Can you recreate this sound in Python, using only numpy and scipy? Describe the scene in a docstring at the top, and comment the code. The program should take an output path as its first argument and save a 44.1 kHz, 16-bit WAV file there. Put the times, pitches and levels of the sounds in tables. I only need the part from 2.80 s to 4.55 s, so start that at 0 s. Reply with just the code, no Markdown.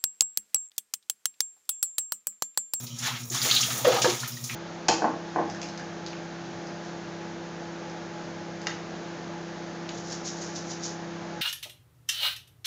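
"""Small tiled bathroom: someone bathes from a dipper. Poured water runs off the body and patters on
the floor as drop impacts and tiny ringing bubbles; sheets slosh, heavier dollops slap down. The dipper
plunges twice into a bucket and fills, trapped air ringing in hollow gulps. A thin trickle keeps running.
In the background a motor throbs low as its close hum lines beat."""
import sys
import numpy as np
from scipy import signal
from scipy.fft import rfft, irfft
from scipy.io import wavfile

SR = 44100
rng = np.random.default_rng(int(sys.argv[2]) if len(sys.argv) > 2 else 0)


def put_to_file(sound):
    """Save the sound as 16-bit audio at rate SR, in the file named by the first command-line argument."""
    columns = np.atleast_2d(sound).T  # one column per channel
    safe = np.clip(columns, -1, 1)
    whole_steps = np.round(safe * 32767)
    wavfile.write(sys.argv[1], SR, whole_steps.astype(np.int16))


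N = 77175

# water landing on the floor; spray thrown up (time [s], level [dB])
RUNOFF_LEVEL = [(0, -46.5), (.07, -56), (.16, -48), (.26, -31.5), (.34, -46), (.41, -42.5), (.46, -55),
                (.5, -61), (.525, -33.5), (.55, -29), (.61, -33), (.66, -27.5), (.82, -30), (.89, -35.5),
                (1.02, -38.5), (1.16, -38.5), (1.33, -33.5), (1.42, -39.5), (1.55, -46.5), (1.62, -49.5),
                (1.75, -41)]
SPRAY_LEVEL = [(0, -37), (.08, -49), (.17, -63), (.2, -57), (.28, -38), (.34, -48), (.4, -45.5), (.49, -44),
               (.6, -38.5), (.66, -25.5), (.78, -37.5), (.95, -34), (1.08, -41), (1.16, -41), (1.35, -49),
               (1.6, -45), (1.75, -42.5)]
# sheets of water; dipper churning the bucket (time [s], rise [s], decay [s], level [dB])
SLOSH_BURSTS = [(0.213, 0.06, 0.042, -29.5), (.3, 0.071, 0.017, -39.5), (.53, 0.027, 0.068, -40),
                (0.647, 0.0044, 0.024, -31), (.82, 0.0055, 0.056, -38.5), (0.898, 0.0089, 0.037, -33),
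                (1.429, 0.013, 0.04, -39), (1.688, 0.0072, 0.091, -40.5)]
PLUNGE_BURSTS = [(0.939, 0.028, 0.16, -40), (1.044, 0.0065, 0.1, -25), (1.11, 0.0099, 0.04, -30.5),
                 (1.159, 0.0086, 0.017, -34.5), (1.242, 0.0023, 0.039, -23.5)]
# dollops on the tiles (time [s], level [dB], centre [Hz], sigma [octaves], decay [s])
DOLLOPS = [(.0662, -38, 4850, 0.63, 0.021), (.105, -46.5, 3130, 0.075, 0.039),
           (.187, -31, 6900, 0.44, 0.015), (.4329, -38.5, 6900, 0.34, 0.0097),
           (0.4997, -34, 6300, .35, .004), (.5, -31, 6900, .11, 0.023), (0.509, -45.5, 344, 0.16, 0.049),
           (0.5467, -23.5, 6700, 0.44, 0.0066), (.617, -25.5, 4500, 0.18, 0.0067),
           (.621, -27.5, 4400, .22, 0.0077), (.65, -34, 456, 1, 0.036), (0.6993, -24.5, 3250, 0.48, 0.017),
           (0.711, -18, 3870, 0.24, 0.014), (0.74, -23.5, 4030, 0.34, 0.048),
           (.7617, -18.5, 3700, .17, 0.02), (0.807, -23.5, 5940, 0.47, 0.035),
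           (0.83, -25, 3200, 0.18, 0.019), (0.9075, -32, 7000, 0.32, 0.028),
           (1.218, -23, 6160, 0.35, 0.027), (1.219, -26, 3400, 0.34, 0.019),
           (1.2982, -25.5, 4170, 0.8, 0.012), (1.401, -33, 6050, 0.73, 0.027),
           (1.4765, -28.5, 12900, 1, 0.022), (1.4765, -43, 6000, 0.4, 0.02), (1.52, -41, 5250, 0.11, 0.029),
           (1.567, -43.5, 4460, .7, 0.031), (1.64, -32, 7000, 0.61, 0.032),
           (1.696, -32.5, 2330, 0.16, 0.017)]
# ringing air pockets (time [s], pitch [Hz], peak [dB], swell [s])
AIR_POCKETS = [(.281, 897, -32.5, 0.0044), (.312, 1020, -29.5, 0.0023), (.547, 1110, -31.5, 0.0052),
               (0.712, 1350, -26.5, 0.0011), (.884, 643, -35.5, 0.0061), (1.046, 588, -15, 0.0061),
               (1.051, 1190, -25, .004), (1.052, 1770, -24, 0.002), (1.062, 491.4, -13.5, 0.014),
               (1.083, 615, -19, 0.0065), (1.098, 493, -16.5, 0.0039), (1.116, 2740, -32.5, 0.0079),
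               (1.117, 522, -21, 0.0037), (1.142, 485, -24.5, 0.0076), (1.165, 790, -25.5, 0.0061),
               (1.166, 475, -37, 0.018), (1.18, 1210, -27, 0.0041), (1.243, 460, -17, 0.003),
               (1.243, 1673, -20, 0.0036), (1.246, 1175, -28, 0.0045), (1.249, 917, -26.5, 0.013),
               (1.253, 490, -16, 0.0075), (1.271, 358.8, -21.5, 0.012), (1.29, 380, -30.5, 0.0047),
               (1.321, 403, -28, 0.0035), (1.431, 1003, -34.5, 0.0033), (1.43, 1433, -33.5, 0.0037),
               (1.434, 1783, -34, .004), (1.571, 1880, -36.5, 0.0025)]
# trickle resonances (centre [Hz], width [Hz], relative level [dB])
TRICKLE_BANDS = [(2450, 98, -9), (3830, 230, -4.5), (5660, 230, 1.5), (6700, 970, 1)]
# spectra of the water noises and room air (frequency [Hz], relative density [dB])
RUNOFF_SPECTRUM = [(20, -70), (150, -30), (700, -50), (1250, -20), (1900, -11), (2700, -10), (3500, 0.5),
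                   (4700, -2), (6800, 4.5), (10000, -3), (16000, -13)]
BIG_DROP_SPECTRUM = [(20, -56), (150, 11.5), (350, -7), (700, -10), (1250, -4.5), (1900, 0), (3000, -1.5),
                     (6000, -11), (16000, -31)]
SPRAY_SPECTRUM = [(300, -3), (4000, -19), (8000, -1.5), (11000, -3), (16000, -4)]
SLOSH_SPECTRUM = [(20, -70), (150, -53), (400, -14.5), (950, -9), (1500, -3), (2500, -2.5), (3700, -1),
                  (6000, -7.5), (9000, -41), (16000, -65)]
PLUNGE_SPECTRUM = [(20, -70), (70, -40), (150, -1), (280, -6), (450, -4), (800, 0), (1250, -7), (1700, -7),
                   (2200, -10.5), (3200, -8), (6500, -13.5), (16000, -35)]
AIR_SPECTRUM = [(20, -9), (60, -12), (100, 2), (130, 12.5), (190, -0.5), (250, 9), (300, -19), (350, 4),
                (410, -13.5), (490, -12.5), (560, -3.5), (750, -16.5), (950, -12), (1120, -10),
                (1270, -1.5), (1500, -45), (2100, -55), (6000, -36), (16000, -37)]
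# motor hum (frequency [Hz], rms level [dB])
HUM_LINES = [(109.9, -61), (119.9, -43.5), (129.9, -45.5), (139.9, -58), (149.9, -60), (159.9, -58),
             (229.7, -58), (239.7, -49.5), (249.7, -59)]
# tile reverberation (frequency [Hz], T60 [s])
TILE_T60 = [(150, 0.17), (600, 0.29), (2000, 0.34), (6000, 0.08), (15000, 0.42)]
# room standing waves (frequency [Hz], width [Hz], gain [dB])
MODES = [(354, 11, -4), (490, 20, -26), (514, 11, -40), (655, 10, -21), (745, 16, -26), (790, 48, -10),
         (892, 6, -3), (1255.5, 31, 5.5)]
# microphone response (frequency [Hz], gain [dB])
MIC_RESPONSE = [(20, -24), (90, -1), (5000, 1.5), (7000, 3), (7500, -4), (8000, -11), (9000, -4.5),
                (13800, -5), (14800, 1.5), (16000, 7)]


def runoff():
    """Drops and tiny bubbles on the wet floor; big drops join in strong flow."""
    patter = drops(2600, spread_db=4, wash=.45)
    patter += amp(-7.5) * fizz(1100, low_hz=2012, high_hz=7135, decay_cycles=9.4, spread_db=1.5)
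    big = drops(880, spread_db=1.5, wash=.6)
    big += amp(-5) * fizz(500, low_hz=689, high_hz=2785, decay_cycles=12.2, spread_db=4)
    flow = gain_curve(RUNOFF_LEVEL)
    flow_db = 20 * np.log10(flow)
    big_gain = amp(-7) / (1.5 + np.exp((-46.5 - flow_db) / 2))  # soft gate
    return flow * (shaped(patter, RUNOFF_SPECTRUM) + big_gain * shaped(big, BIG_DROP_SPECTRUM))


def spray(spurt_rms_db=3.6, spurt_hz=28):
    """Fine mist thrown up by the stream in uneven spurts."""
    mist = shaped(drops(2000, spread_db=2, wash=.25), SPRAY_SPECTRUM)
    spurts = amp(spurt_rms_db * slow_noise(spurt_hz, N))
    return gain_curve(SPRAY_LEVEL) * spurts * mist


def sloshes():
    """Sheets of water break up in bubbly splashes."""
    grain = drops(3000, spread_db=2.5, wash=.5)
    grain += amp(-9) * fizz(900, low_hz=700, high_hz=4000, decay_cycles=7, spread_db=2)
    power = sum((amp(db) * burst(*timing_s)) ** 2 for *timing_s, db in SLOSH_BURSTS)
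    return shaped(grain, SLOSH_SPECTRUM) * np.sqrt(power)


def slaps(rise_s=.0005, skirt_db=-20):
    """Each dollop hits the tiles as a noise burst in one band."""
    out, octave = np.zeros(N), np.log2(np.fft.rfftfreq(N, 1 / SR) + 1)
    for start_s, db, hz, sigma_oct, decay_s in DOLLOPS:
        offset_oct = octave - np.log2(hz)
        band = np.exp(-.5 * (offset_oct / sigma_oct) ** 2) + amp(skirt_db) * np.exp(-.5 * offset_oct ** 2)
        noise = unit_rms(irfft(rfft(rng.standard_normal(N)) * band, N))
        out += amp(db) * burst(start_s, rise_s, decay_s) * noise
    return out


def plunges(highpass_hz=117):
    """Water rushes into the dipper and churns."""
    grain = drops(2200, spread_db=1.5, wash=.31)
    grain += amp(-14.5) * fizz(900, low_hz=341.5, high_hz=3050, decay_cycles=5.3, spread_db=0)
    envelope = sum(amp(db) * burst(*timing_s) for *timing_s, db in PLUNGE_BURSTS)
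    churn = envelope * shaped(grain, PLUNGE_SPECTRUM)
    return signal.lfilter(*signal.butter(3, highpass_hz, "high", fs=SR), churn)


def bubbles(glide_per_s=.18, jostle_hz=127):
    """Trapped air rings, jostled by the water: large pockets gulp, small ones plink."""
    out, t = np.zeros(N + SR), np.arange(SR // 8) / SR
    for start_s, hz, db, swell_s in AIR_POCKETS:
        wobble, flutter = slow_noise(jostle_hz, (2, len(t)))
        swell = (t / swell_s * np.exp(1 - t / swell_s)) ** 1.69
        phase_rad = 2 * np.pi * hz * t * (1 + glide_per_s * t / 2) + .3 * wobble
        out[round(start_s * SR):][:len(t)] += amp(db) * swell * (1 + .15 * flutter) * np.sin(phase_rad)
    return out[:N]


def trickle(rms_db=-52):
    """Droplets ring steadily in a few narrow bands."""
    hits, out = drops(900, spread_db=4, wash=.2), np.zeros(N)
    for hz, width_hz, db in TRICKLE_BANDS:
        band = signal.butter(2, [hz - width_hz / 2, hz + width_hz / 2], "band", fs=SR)
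        out += amp(db) * unit_rms(signal.lfilter(*band, hits))
    return amp(rms_db) * unit_rms(out)


def motor(first_throb_s=.04):
    """Hum lines 10 Hz apart beat into a throb every 0.1 s."""
    t = np.arange(N) / SR - first_throb_s
    return np.sqrt(2) * sum(amp(db) * np.cos(2 * np.pi * hz * t) for hz, db in HUM_LINES)


def room_air(rms_db=-51):
    """Faint moving air."""
    return amp(rms_db) * shaped(rng.standard_normal(N), AIR_SPECTRUM)


def tile_reverb(x, wet_db, predelay_s=.003):
    """Dense reflections off close walls; each band decays at its own rate."""
    n = SR // 2
    taps = rng.standard_normal(n) * (rng.random(n) < .12) * (np.arange(n) > predelay_s * SR)
    hz, t, bands = signal.stft(taps, SR, nperseg=256)
    decay = amp(-60 * t / log_interp(TILE_T60, hz)[:, None])
    tail = signal.istft(bands * decay, SR, nperseg=256)[1]
    wet = signal.fftconvolve(x, tail / np.linalg.norm(tail))[:N]
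    return (x + amp(wet_db) * wet) / np.sqrt(1 + amp(wet_db) ** 2)


def standing_waves(x):
    """The small room rings on at a few pitches."""
    return x + sum(amp(db) * signal.lfilter(*signal.iirpeak(hz, hz / width_hz, SR), x)
                   for hz, width_hz, db in MODES)


def drops(per_s, spread_db, wash):
    """Random uneven impacts; wash is the power share of countless tiny ones."""
    size = sizes(spread_db) * rng.choice([-1, 1], N)
    impacts = unit_rms(size * (rng.random(N) < per_s / SR))
    return np.sqrt(1 - wash) * impacts + np.sqrt(wash) * rng.standard_normal(N)


def fizz(per_s, low_hz, high_hz, decay_cycles, spread_db, pitches=28):
    """Swarm of small bubbles, each a short ring rising in pitch."""
    onsets = sizes(spread_db) * (rng.random(N) < per_s / SR)
    pitch_index = rng.integers(0, pitches, N)
    out, t = np.zeros(N), np.arange(2048) / SR
    for k, hz in enumerate(np.geomspace(low_hz, high_hz, pitches)):
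        age = t * hz / decay_cycles
        rising_hz = hz * (1 + .024 * np.minimum(age, 5))
        ring = np.exp(-age) * np.sin(2 * np.pi * np.cumsum(rising_hz) / SR)
        out += signal.oaconvolve(onsets * (pitch_index == k), ring)[:N]
    return unit_rms(out)


def sizes(spread_db):
    """Random gains: many small, few large."""
    return amp(spread_db * np.minimum(rng.exponential(1, N), 4))


def burst(start_s, rise_s, decay_s):
    """Linear rise, exponential decay."""
    t = np.arange(N) / SR - start_s
    return np.clip(t / rise_s, 0, 1) * np.exp(-np.maximum(t - rise_s, 0) / decay_s)


def slow_noise(cutoff_hz, shape):
    return unit_rms(signal.lfilter(*signal.butter(2, cutoff_hz, fs=SR), rng.standard_normal(shape)))


def amp(db):
    return 10 ** (np.asarray(db) / 20)


def unit_rms(x):
    return x / np.sqrt(np.mean(x ** 2) + 1e-20)


def gain_curve(points):
    return amp(np.interp(np.arange(N) / SR, *np.transpose(points)))


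def log_interp(points, hz):
    knots_hz, values = np.transpose(points)
    return np.interp(np.log(hz + 1), np.log(knots_hz + 1), values)


def filtered(x, spectrum):
    gain = amp(log_interp(spectrum, np.fft.rfftfreq(2 * N, 1 / SR)))
    return irfft(rfft(x, 2 * N) * gain)[:N]


def shaped(x, spectrum):
    return unit_rms(filtered(x, spectrum))


def scene():
    """Water in the tiled room; motor and air behind it."""
    splashes = runoff() + spray() + trickle() + sloshes() + slaps() + plunges()
    water = tile_reverb(splashes, wet_db=-7.5) + tile_reverb(bubbles(), wet_db=-8)
    return (standing_waves(water) + motor() + room_air())[None]


def record(dry):
    """Microphone response, then a 15.6 kHz low-pass."""
    lowpass = signal.firwin(401, 15600, window=("kaiser", 8), fs=SR)
    return signal.oaconvolve(filtered(dry[0], MIC_RESPONSE), lowpass, "same")[None]


dry = scene()
out = record(dry)
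put_to_file(out)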